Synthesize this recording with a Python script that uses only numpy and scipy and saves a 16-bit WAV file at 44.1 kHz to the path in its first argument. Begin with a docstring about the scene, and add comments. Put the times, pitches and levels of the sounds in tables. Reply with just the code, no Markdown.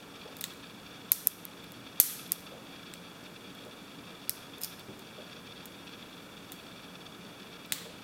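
"""Short bright clicks snap and echo, with a brief scrape and soft bumps, over hum, whir and hiss.
A steel pick works the pins of a small lock on a towel, on a wooden table in a quiet, hard-walled room.
Clicks and scrape are sharp forces ringing the lock's modes; bumps are noise pushes ringing the table.
Echoes are convolution with shaped noise. Whir, fan hum, air and hiss are filtered noise; the whir adds sines.
One microphone feeds both channels; its gain dips after loud clicks and recovers."""
import sys
import numpy as np
from scipy import signal
from scipy.fft import rfft, irfft, next_fast_len
from scipy.io import wavfile

SR = 44100
rng = np.random.default_rng(int(sys.argv[2]) if len(sys.argv) > 2 else 0)


def gain_from_db(level_db):
    """Turn a decibel level (scalar or array-like) into a linear amplitude factor."""
    decades = np.asarray(level_db, float) / 20
    return 10 ** decades


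def log_audio(samples):
    """Write samples as a 16-bit WAV file to the path given in sys.argv[1]."""
    # one column per channel
    frames = np.atleast_2d(samples).T
    # limit to full scale, then quantise
    limited = np.clip(frames, -1, 1)
    pcm = np.round(limited * 32767).astype(np.int16)
    wavfile.write(sys.argv[1], SR, pcm)


N = 354211

# Pick on pins. Each row: time in seconds (the click starts 0.8 ms later), peak in dB,
# rattle after the touch in dB, lock body in dB and pick shank in dB against the pin.
PIN_CLICKS = [(0.3672, -30.5, -1, 2, -4), (0.3865, -37, -8, -25, -25), (0.4092, -21.5, -8, -8, -5),
              (0.4121, -22.5, 2.5, 4, -12), (0.4394, -14.5, 0, 20, 2), (0.5352, -37, -8, 10, -8),
              (1.1177, -1, -0.5, -10.5, -14), (1.2709, 0, -11, -18, -16), (1.4517, -20, -27, -8, -29),
              (1.6408, -38, -2, 17, 0), (1.7191, -31, -6, 1, -15), (1.9995, 3.5, 5.5, -12, -22),
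              (2.2772, -37, -9, -20, -20), (2.3189, -6, -7.5, -14, -9.5), (2.4054, -38, -9.5, 22, 0),
              (2.937, -26.5, -1.5, 25, 14), (3.2395, -43, -3.5, 8, 8), (3.5494, -41, -6, -8, -10),
              (3.65, -39, -8, 18, 6), (4.2936, -7.5, -5, -7.5, -4), (4.5824, -35, -5, -8, -10),
              (4.6151, -22.5, -12, -12, -13), (4.6215, -30, -3, -15, 6), (4.6345, -17.5, 0.5, -13, 4),
              (4.6451, -18, -11.5, -20, 9), (4.7935, -34, 2.5, 8, -3), (4.9921, -37, 3, 8, -5),
              (5.6555, -29, -3.5, -2, -13), (5.6588, -33, 0, -4, -15), (6.519, -24.5, 2.5, 3, -23),
              (7.6589, -39, -9, -2, -8), (7.7211, -7.5, 2.5, 16, -5)]
# How each part takes up a touch. Each row: frequency in Hz, pin and spring in dB, lock body in dB,
# pick shank in dB.
PART_COLOURS = [(1940, -24, -1, -28), (2700, -20.5, -5.5, -32), (3950, -24, 0.5, -20.5),
                (5260, -14.5, -12.5, 7.5), (6260, -7, -7.5, -9), (7670, -8, -2.5, -19),
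                (9400, -2.5, -12.5, -3), (11300, -2, -11, -18), (12730, 4.5, -21.5, -16.5),
                (14460, -4.5, -3.5, -21)]
# Modes of lock body and pick, damped by the fingers. Each row: frequency in Hz, width in Hz,
# relative level in dB per Hz of width.
LOCK_MODES = [(1900, 235, -1.5), (2590, 500, 0), (3790, 360, 2), (4210, 350, -0.5), (5227, 304, -2.5),
              (5930, 1000, -5.5), (7130, 1670, 5), (7810, 2340, 4.5), (8710, 1360, 2.5), (10040, 820, 1.5),
              (10710, 1100, 1), (12490, 1030, 3.5), (13310, 1200, 0.5), (14920, 710, 2.5),
              (15880, 1400, -7)]
# Lock and hand bumping on the towel. Each row: start in seconds, peak in dB, table ring in Hz,
# nominal t60 in seconds (each of two filter passes dies in half of it).
TOWEL_BUMPS = [(.25, -43, 475, 0.011), (2.515, -44.5, 475, 0.015), (3.65, -45.5, 430, 0.012),
               (4.88, -40.5, 217, 0.02), (5.175, -45, 477, 0.013), (7.85, -47.5, 420, 0.013)]
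# First reflections. Each row: delay in ms, level in dB.
WALL_ECHOES = [(9.2, -30.5), (12.0, -23), (13.8, -29.5), (22.5, -36.5)]
# Decay of the room's tail. Each row: frequency in Hz, t60 in seconds.
TAIL_T60 = [(500, 0.73), (3000, 0.97), (8000, 0.49), (12000, 0.53), (14000, 0.363), (16000, 0.329)]
# Housing resonances of the motor whir. Each row: frequency in Hz, width in Hz per filter pass,
# level in dB rms.
HOUSING_MODES = [(1304, 230, -64), (1658, 98, -68), (2396, 87, -67), (2570, 390, -60.5), (3379, 141, -62.5),
                 (3499, 310, -57.5), (3960, 190, -69.5), (4593, 370, -64), (5230, 950, -66.5)]
# Motor tones. Each row: frequency in Hz, level in dB rms.
MOTOR_TONES = [(2277, -69.5), (2848, -72.5), (2869, -74), (3370, -75), (5739, -81)]
# Fan hum. Each row: frequency in Hz, width in Hz, level in dB rms.
FAN_HUM = [(119.8, 10, -67.5), (176.2, 4.9, -61), (278.2, 11, -61), (360, 14, -79), (420, 10.8, -72.5),
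           (463.8, 11.8, -65.5)]
# Colour of room air and microphone hiss. Each row: frequency in Hz, relative level in dB per Hz.
AIR_COLOUR = [(20, -21.5), (50, -16), (110, -8), (200, -0.5), (400, -6.5), (800, -11.5), (1500, -12),
              (2000, -18.5), (3000, -23), (5000, -24.5), (8000, -27), (12000, -28.5), (16000, -30.5)]

# drag past the pins: it swells over the grip, holds over the slide, sinks while letting go
DRAG_START_S, GRIP_S, SLIDE_S, LET_GO_S = 4.605, 0.0094, 0.031, 0.02
DRAG_DB, DRAG_EDGE_DROP_DB = -45.5, 21
# dense scatter off hands, tools and table top
NEAR_DB, NEAR_T60_S = -22, 0.055
TAIL_DB, TAIL_RISE_S = -33, 0.00097     # noise level ahead of the band filters
AIR_DB_RMS = -51
MIC_TOP_HZ = 16200
LIMIT_DB, REDUCTION_DB_PER_DB, RELEASE_DB_PER_S, GAIN_LAG_S = -11, 0.37, 23, 0.0014
LOPSIDED = 0.063
SIDE_NOISE_DB = -74     # ahead of its band-pass


def rms_one(x):
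    """Scale to unit rms."""
    return x / np.sqrt(np.mean(x ** 2) + 1e-20)


def at_hz(points, hz):
    """Read a table on a log-frequency axis."""
    points = np.array(points)
    return np.interp(np.log(hz + 1), np.log(points[:, 0]), points[:, 1])


def resonance(x, hz, width_hz):
    """Two-pole band-pass with gain 1 on top."""
    r = np.exp(-np.pi * width_hz / SR)
    feedback = [1, -2 * r * np.cos(2 * np.pi * hz / SR), r * r]
    return signal.lfilter([(1 - r * r) / 2, 0, (r * r - 1) / 2], feedback, x)


def drift(rate_hz):
    """Slow chance with rms 1: noise through a two-pole low-pass."""
    r = np.exp(-2 * np.pi * rate_hz / SR)
    slow = signal.lfilter([1], [1, -2 * r, r * r], rng.standard_normal(N + SR))
    return rms_one(slow[SR:])


def lock_ring(force, colour, strengths_db):
    """The force rings every mode of the lock; colour says how much energy each region takes up."""
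    out = 0
    for k, (hz, width_hz, db) in enumerate(LOCK_MODES):
        gain = gain_from_db(db + at_hz(colour, hz) + strengths_db[k]) * np.sqrt(width_hz)
        out = out + (-1) ** k * gain * rms_one(resonance(force, hz, width_hz))
    return out


def clicks(scatter_db=1.5, chatter_ms_at_0_db=.9, chatter_db=-17, jolt_s=0.00081):
    """A sharp touch, then weaker micro-contacts; more rattle lasts longer and sends more into the room."""
    direct, sent, t = np.zeros(N), np.zeros(N), np.arange(600) / SR
    strengths_db = scatter_db * rng.standard_normal((len(PIN_CLICKS), len(LOCK_MODES)))
    chatter = gain_from_db(chatter_db) * rng.standard_normal((len(PIN_CLICKS), len(t)))
    hz = np.arange(len(t) // 2 + 1) * SR / len(t)
    part_hz, pin_db, body_colour_db, shank_colour_db = np.transpose(PART_COLOURS)
    push = np.sin(np.pi * np.minimum(t / jolt_s, 1)) ** 2
    for k, (s, peak_db, rattle_db, body_db, shank_db) in enumerate(PIN_CLICKS):
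        parts = gain_from_db(pin_db) + gain_from_db(body_colour_db + body_db) + gain_from_db(shank_colour_db + shank_db)
        colour = np.transpose([part_hz, 20 * np.log10(parts)])
        decay_ms = chatter_ms_at_0_db * gain_from_db(rattle_db)
        force = (t == 0) + chatter[k] * gain_from_db(rattle_db / 2) * np.exp(-1000 * t / decay_ms)
        click = lock_ring(force, colour, strengths_db[k])
        # summed over all directions the modes blur into one smooth colour; so small a body radiates no bass
        spectrum = gain_from_db(at_hz(colour, hz)) / (1 + (1500 / (hz + 1)) ** 2)
        smooth = np.roll(irfft(spectrum), 16)
        i = round((s + .0008) * SR)
        here = slice(i, i + len(t))
        direct[here] += gain_from_db(peak_db) * click / np.abs(click).max()
        # the snap also jolts the whole lock against the table: one short low push
        direct[here] += gain_from_db(peak_db + 2 * rattle_db - 35.0) * push
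        sent[here] += gain_from_db(peak_db + rattle_db) * smooth / np.abs(smooth).max()
    return direct, sent


def drag(ticks_per_s=4000, spread_db=12.0):
    """Dense uneven ticks ring the lock while the pick slides over the pin tips."""
    corners_s = DRAG_START_S + np.cumsum([0, GRIP_S, SLIDE_S, LET_GO_S])
    a, b = round(corners_s[0] * SR), round(corners_s[-1] * SR)
    heights_db = spread_db * np.minimum(rng.exponential(1, b - a), 3.0)
    ticks = (rng.random(b - a) < ticks_per_s / SR) * gain_from_db(heights_db) * rng.choice([-1, 1], b - a)
    colour = [(3500, -10.5), (5200, 0), (8000, -11), (13000, -1.0)]     # Hz, dB
    rub = lock_ring(ticks, colour, np.zeros(len(LOCK_MODES)))
    drop = np.interp(np.arange(a, b) / SR, corners_s, [1, 0, 0, 1])
    out = np.zeros(N)
    out[a:b] = gain_from_db(DRAG_DB - DRAG_EDGE_DROP_DB * drop) * rms_one(rub)
    return out


def bumps(rise_s=.008, push_s=.018):
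    """A soft uneven push through cloth sets the table top ringing briefly."""
    out, t = np.zeros(N), np.arange(SR // 5) / SR
    envelope = (1 - np.exp(-t / rise_s)) * np.exp(-t / push_s)
    for s, peak_db, hz, t60_s in TOWEL_BUMPS:
        push = rng.standard_normal(len(t)) * envelope
        width_hz = 2 * np.log(1000) / (np.pi * max(t60_s, .005))
        thud = resonance(resonance(push, hz, width_hz), hz, width_hz)
        i = round(s * SR)
        out[i:i + len(t)] += (gain_from_db(peak_db) * thud / np.abs(thud).max())[:N - i]
    return out


def room(x, smear_s=0.00038):
    """Near scatter, smeared wall reflections, and a dense tail that dies band by band."""
    t = np.arange(SR) / SR
    tail = np.zeros(SR)
    edges_hz = np.geomspace(200, 18000, num=14)
    for low, high in zip(edges_hz, edges_hz[1:]):
        band_pass = signal.butter(2, [low, high], "band", fs=SR, output="sos")
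        band = signal.sosfilt(band_pass, rng.standard_normal(SR))
        tail += gain_from_db(TAIL_DB - 60 * t / at_hz(TAIL_T60, np.sqrt(low * high))) * band
    tail *= 1 - np.exp(-t / TAIL_RISE_S)
    early = gain_from_db(NEAR_DB - 60 * t / NEAR_T60_S)
    for ms, db in WALL_ECHOES:
        early += gain_from_db(db) * np.exp(-((t - ms / 1000) / smear_s) ** 2)
    response = tail + early * rng.standard_normal(SR)
    return signal.fftconvolve(x, response)[:N]


def motor(slow_db=0.2, flutter_db=3.5):
    """Uneven gear noise in the housing's resonances, steep-sided, plus thin tones."""
    unevenness_db = slow_db * drift(2.6) + flutter_db * drift(50)
    source = rng.standard_normal(N) * gain_from_db(unevenness_db)
    out = np.zeros(N)
    for hz, width_hz, db in HOUSING_MODES:
        out += gain_from_db(db) * rms_one(resonance(resonance(source, hz, width_hz), hz, width_hz))
    t = np.arange(N) / SR
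    for hz, db in MOTOR_TONES:
        out += gain_from_db(db) * np.sqrt(2) * np.sin(2 * np.pi * hz * t + 0.7 * drift(2.2))
    return out


def fan_hum():
    """One noise in narrow resonances gives wavering hum tones."""
    white = rng.standard_normal(N)
    return sum(gain_from_db(db) * rms_one(resonance(white, hz, width_hz)) for hz, width_hz, db in FAN_HUM)


def air():
    """Smooth room air and hiss: noise shaped in the spectrum."""
    size = next_fast_len(N)
    colour = gain_from_db(at_hz(AIR_COLOUR, np.arange(size // 2 + 1) * SR / size))
    shaped = irfft(rfft(rng.standard_normal(size)) * colour, size)[:N]
    return gain_from_db(AIR_DB_RMS) * rms_one(shaped)


def scene():
    """One microphone feeds both channels."""
    direct, sent = clicks()
    handling = drag() + bumps()
    mono = direct + handling + room(sent + handling) + motor() + fan_hum() + air()
    return np.array([mono, mono])


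def roll_off(x):
    """The treble ends steeply here."""
    return signal.sosfilt(signal.butter(12, 15800, fs=SR, output="sos"), x)


def record(dry):
    """Gain control dips and recovers; loud clicks overload lopsidedly and clip."""
    dry = signal.sosfilt(signal.butter(3, MIC_TOP_HZ, fs=SR, output="sos"), dry)
    fall_db = RELEASE_DB_PER_S * np.arange(N) / SR
    level_db = 20 * np.log10(np.abs(dry[0]) + 1e-9)
    over_db = REDUCTION_DB_PER_DB * np.maximum(level_db - LIMIT_DB, 0)
    held_db = np.maximum(np.maximum.accumulate(over_db + fall_db) - fall_db, 0)
    r = np.exp(-1 / (GAIN_LAG_S * SR))
    mix = dry * gain_from_db(-signal.lfilter([1 - r], [1, -r], held_db))
    mix = mix + LOPSIDED * mix ** 2      # the even term adds a low thump under the loudest clicks
    # faint separate band-passed noise is added to each channel
    mix = mix + gain_from_db(SIDE_NOISE_DB) * resonance(rng.standard_normal((2, N)), 2290, 5260)
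    mix = np.clip(mix, -1, 1)
    return roll_off(mix)


dry = scene()
out = record(dry)
log_audio(out)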